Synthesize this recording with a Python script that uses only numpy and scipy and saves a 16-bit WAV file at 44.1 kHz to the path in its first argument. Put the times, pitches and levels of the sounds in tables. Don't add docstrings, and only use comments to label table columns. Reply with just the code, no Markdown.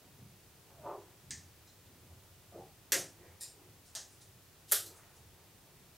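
import sys
import numpy as np
from scipy import signal
from scipy.fft import rfft, irfft, next_fast_len
from scipy.io import wavfile

SR = 44100
rng = np.random.default_rng(int(sys.argv[2]) if len(sys.argv) > 2 else 0)


def ratio_of_db(decibels):
    return 10 ** (np.asarray(decibels, float) / 20)


def bounce(signal):
    frames = np.transpose(np.atleast_2d(signal))
    limited = np.clip(frames, -1, 1)
    pcm = np.round(limited * 32767).astype(np.int16)
    wavfile.write(sys.argv[1], SR, pcm)


N = 263265

# hz, density_db [dB per Hz]
HISS_SPECTRUM = [(880, -26), (1500, -7.5), (1630, -9.5), (2220, -2), (2400, -1), (10400, -5.5), (15100, -5),
                 (16000, -2.5), (16500, -36)]
# hz, density_db [dB per Hz]
HISS_SIDE_SPECTRUM = [(15, -24), (25, -9), (124, -5), (232, -14.5), (321, -13.5), (600, -14.5),
                      (651, -15.5), (1010, -16.5), (1390, -17.5), (15200, -16), (16500, -43)]
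# hz, density_db [dB per Hz]
AIR_SPECTRUM = [(12, -37), (20, -13), (38, -11), (80, -4.5), (103, -1), (140, -6.5), (231, -14), (374, -10),
                (550, -16), (2000, -21.5), (2600, -57), (4400, -120)]
# low_hz, high_hz
RUMBLE_BANDS = [
    (76, 100.7),
    (100.4, 179),
    (300, 970),
    (175, 330),
]
RUMBLE_IDLE_DB = [-70, -68.5, -72.5, -86]
# peak_s, level_db, fade_s [time to lose 10 dB]
RUMBLE_SWELLS = [
    [(.37, -64.5, 0.067), (.88, -68, .2), (1.36, -54, 0.22), (1.85, -61, .15), (2.02, -58, .1),
     (2.15, -53.5, .15), (2.55, -56.5, .2), (3.32, -59, .1), (3.79, -57.5, .1), (4.37, -58.5, .1),
     (5.26, -55.5, 0.071), (5.9, -67, .1)],
    [(.22, -49.5, 0.086), (.8, -55, .2), (1.31, -51, 0.086), (2.05, -61.5, 0.087), (2.58, -54.5, .15),
     (2.95, -56.5, 0.14), (3.7, -64, 0.13), (4.37, -65, 0.087), (5.25, -63, 0.089), (5.76, -59.5, .15)],
    [(0.02, -67, 0.23), (.72, -59.5, 0.09), (.88, -50.5, 0.13), (2.12, -65, .15), (2.59, -59, 0.091),
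     (3.04, -59, 0.059), (3.25, -61.5, 0.26), (3.62, -62, 0.1), (4.9, -58, .08), (5.17, -63.5, 0.072),
     (5.4, -64.5, 0.12), (5.69, -62.5, .06)],
    [(.05, -68.5, 0.28), (1.35, -66, 0.11), (1.9, -64, .15), (2.04, -64, .05), (3.7, -69, .15),
     (4.75, -67, .1)],
]
# delay_s, level_db
ECHOES = [
    (.0033, -5),
    (.007, -8.5),
    (.0103, -7),
]
# hz, t60_s
ROOM_T60 = [(150, 0.79), (500, 0.37), (2000, 0.31), (6000, 0.35), (10000, 0.36), (15000, 0.18)]
# start_s, length_s, level_db, low_hz, high_hz
FLEXES = [(.18, 0.085, -74, 109, 219), (.7, 0.27, -63, 610, 680), (.815, 0.14, -45.5, 382, 1040),
          (.87, 0.14, -57.5, 324, 440), (.85, .1, -76, 1270, 2640), (1.296, 0.022, -57.5, 100, 281),
          (2.505, 0.099, -53, 319, 710), (2.52, 0.046, -70, 755, 1230), (2.53, 0.096, -59.5, 320, 434),
          (2.587, 0.025, -54.5, 736, 856), (2.93, 0.077, -51, 305, 735), (3.12, 0.2, -66.5, 320, 505),
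          (3.12, 0.29, -72.5, 1640, 2250), (3.405, 0.015, -61, 1650, 1950), (3.5, 0.2, -71, 300, 457),
          (4.78, 0.16, -65.5, 321, 473), (4.82, .37, -71.5, 600, 2220)]
# start_s, peak_db
SLIPS = [
    [(1.3075, -28), (1.3082, -27), (1.3105, -33)],
    [(2.9208, -16), (2.9213, -14), (2.922, -12)],
    [(3.4045, -48), (3.4085, -38), (3.4105, -33), (3.4185, -34), (3.425, -37), (3.4335, -38)],
    [(3.9515, -27), (3.9522, -27), (3.956, -33)],
    [(4.7152, -22), (4.7197, -12.5), (4.7219, -9), (4.7243, -14)],
]
# hz, density_db [dB per Hz]
PINCHED = [(530, -42), (900, -24), (1430, -23), (1780, -0.5), (2790, -16.5), (6080, -1.5), (8980, -9.5),
           (10600, -34), (15200, -30), (15900, -35), (16500, -62)]
# hz, density_db [dB per Hz]
BOWED = [(71, -49), (120, -19.5), (167, -9), (227, -21), (371, 1), (446, -11), (526, 2), (659, -14.5),
         (1100, -12.5), (1800, 0), (2400, -6), (4010, -7.5), (5930, -1), (14600, -11), (16200, -27.5)]
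# hz, density_db [dB per Hz]
FLICKED = [(1290, -71), (2200, -22), (2490, -15), (3140, -27), (3740, -9), (4530, -12), (5090, -0.5),
           (5620, -10), (6640, -15), (7270, 0), (7970, -13.5), (8660, 1), (9250, -13), (10900, -9),
           (16000, -35)]
# hz, density_db [dB per Hz]
LOOSE = [(210, -53), (350, -17), (425, -21), (475, -13), (625, -7.5), (1420, -12.5), (1730, -3.5),
         (2380, -20), (3090, -7), (6580, -0.5), (15000, -24), (16500, -37)]
# hz, density_db [dB per Hz]
TAUT = [(160, -57), (280, -43), (361, -14), (611, -12), (1040, -21), (1310, -7), (1940, -10), (2380, -17.5),
        (3400, -7), (6150, -8), (7290, -7), (10100, -6), (11900, -1.5), (14100, -10), (16200, -27)]
SNAP_COLOURS = [PINCHED, BOWED, FLICKED, LOOSE, TAUT]
SNAP_SPREAD_DB = [-33, -31.5, -28.5, -31, -33.5]
# start_s, length_s, level_db,
# low_hz, high_hz
RUSTLES = [(1.668, 0.012, -66, 3700, 4260), (1.668, 0.017, -65, 5000, 7460), (3.84, 0.062, -66, 4440, 9450),
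           (4.08, 0.084, -68.5, 5000, 10200), (4.2, 0.036, -61.5, 3570, 10000),
           (4.67, 0.057, -56, 3000, 11900), (4.86, 0.0082, -46, 4050, 13820),
           (4.95, 0.037, -64.5, 6200, 10000), (5.14, .05, -69, 5000, 10800),
           (3.404, 0.023, -58, 11500, 15800)]

AIR_DB, HISS_DB, HISS_SIDE_DB = -65.5, -66, -68
SWELL_RISE_S = 0.058
ROOM_DB, ROOM_SIDE_DB, ROOM_RISE_S = 7, -36.5, 0.0035
GATE_DB_PER_S2 = 128
HANDLING_DRY_DB = -6
CUTOFF_HZ = 16020


def at_hz(points, hz):
    table_hz, values = np.array(points).T
    return np.interp(np.log(hz + 1), np.log(table_hz), values)


def rms_one(x):
    return x / np.sqrt(np.mean(x ** 2) + 1e-20)


def band_pass(x, band_hz):
    return signal.sosfilt(signal.butter(2, band_hz, "band", fs=SR, output="sos"), x)


def coloured(x, points):
    size = next_fast_len(2 * len(x))
    spectrum = ratio_of_db(at_hz(points, np.fft.rfftfreq(size, 1 / SR)))
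    cepstrum = irfft(np.log(spectrum), size)
    cepstrum[1:size // 2] *= 2
    cepstrum[size // 2 + 1:] = 0
    response = np.exp(rfft(cepstrum))
    return irfft(rfft(x, size) * response, size)[:len(x)]


def hiss():
    air = ratio_of_db(AIR_DB) * rms_one(coloured(rng.standard_normal(N), AIR_SPECTRUM))
    mid = air + ratio_of_db(HISS_DB) * rms_one(coloured(rng.standard_normal(N), HISS_SPECTRUM))
    side = ratio_of_db(HISS_SIDE_DB) * rms_one(coloured(rng.standard_normal(N), HISS_SIDE_SPECTRUM))
    return np.array([mid + side, mid - side])


def rumble(masked_db):
    t = np.arange(N) / SR
    out = np.zeros(N)
    for band, swells, idle_db in zip(RUMBLE_BANDS, RUMBLE_SWELLS, RUMBLE_IDLE_DB):
        noise = band_pass(rng.standard_normal(N + SR), band)[SR:]
        power = ratio_of_db(idle_db) ** 2
        for peak_s, level_db, fade_s in swells:
            drop = np.maximum((peak_s - t) / SWELL_RISE_S, (t - peak_s) / fade_s)
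            power = power + ratio_of_db(level_db - 10 * drop) ** 2
        out += ratio_of_db(masked_db) * np.sqrt(power) * rms_one(noise)
    return out


def room_tails(count):
    t = np.arange(SR // 2) / SR
    edges = 80 * 2 ** np.arange(0, 8.1, .5)
    white = rng.standard_normal((2, count, 2, len(t)))
    tail = 0
    for k, (low, high) in enumerate(zip(edges, edges[1:])):
        t60 = at_hz(ROOM_T60, np.sqrt(low * high))
        tail = tail + band_pass(white[k % 2], [low, high]) * ratio_of_db(-60 * t / t60)
    tail = tail * (1 - np.exp(-t / ROOM_RISE_S)) * ratio_of_db(-GATE_DB_PER_S2 * t ** 2)
    mid, side = tail[:, 0], ratio_of_db(ROOM_SIDE_DB) * tail[:, 1]
    energy = np.mean(np.sum(mid ** 2, axis=1))
    return np.stack([mid + side, mid - side], axis=1) / np.sqrt(energy)


def workshop(direct, into_room, tail):
    early = np.zeros(1024)
    early[0] = 1
    for delay_s, echo_db in ECHOES:
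        early[round(delay_s * SR)] = ratio_of_db(echo_db)
    out = ratio_of_db(ROOM_DB) * signal.fftconvolve(into_room[None], tail, axes=1)
    out[:, :len(direct)] += signal.fftconvolve(direct, early)[:len(direct)]
    return out


def strokes(rows, grains_per_s, spread_db):
    out = np.zeros(N)
    size = 16384
    for start_s, length_s, level_db, low_hz, high_hz in rows:
        count = round(length_s * SR)
        grain_db = spread_db * np.minimum(rng.exponential(1, size), 4)
        grains = ratio_of_db(grain_db) * rng.choice([-1, 1], size)
        grains *= rng.random(size) < grains_per_s / SR
        grains[:count] *= np.hanning(count) ** .75
        grains[count:] = 1e-18
        band = signal.cheby1(3, 1, [low_hz, min(high_hz, .45 * SR)], "band", fs=SR, output="sos")
        stroke = signal.sosfilt(band, grains)
        stroke_rms = np.sqrt(np.mean(stroke[:count] ** 2))
        out[round(start_s * SR):][:size] += ratio_of_db(level_db) * stroke / stroke_rms
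    return out


def flexes():
    return strokes(FLEXES, grains_per_s=1200, spread_db=5.0)


def snaps():
    out = np.zeros((2, N + SR))
    t = np.arange(4096) / SR
    click = 1. * (t == 0)
    tails = iter(room_tails(count=sum(map(len, SLIPS))))
    for slips, colour, spread_db in zip(SLIPS, SNAP_COLOURS, SNAP_SPREAD_DB):
        for start_s, peak_db in slips:
            chatter = .5 * rng.standard_normal(4096) * np.exp(-t / .00045)
            heard = coloured(click + chatter, colour)
            heard = signal.lfilter([1, -.45], [1], heard)
            heard = ratio_of_db(peak_db) * heard / np.abs(heard).max()
            spread = ratio_of_db(peak_db + spread_db) * rms_one(coloured(click, colour))
            sound = workshop(heard, spread, next(tails))
            out[:, round(start_s * SR):][:, :sound.shape[1]] += sound
    return out[:, :N]


def rustles():
    return strokes(RUSTLES, grains_per_s=4400, spread_db=2.5)


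def scene():
    handling = flexes() + rustles()
    direct = ratio_of_db(HANDLING_DRY_DB) * handling
    into_room = ratio_of_db(-ROOM_DB - 2.5) * handling
    handled = workshop(direct, into_room, room_tails(count=1)[0])[:, :N]
    return snaps() + handled + hiss() + rumble(masked_db=-4.0)


def top_cut(x):
    return signal.sosfilt(signal.butter(12, 16790, fs=SR, output="sos"), x)


def record(dry):
    low_pass = signal.cheby2(16, 34, CUTOFF_HZ, fs=SR, output="sos")
    mix = signal.sosfilt(low_pass, dry)
    return top_cut(mix)


dry = scene()
out = record(dry)
bounce(out)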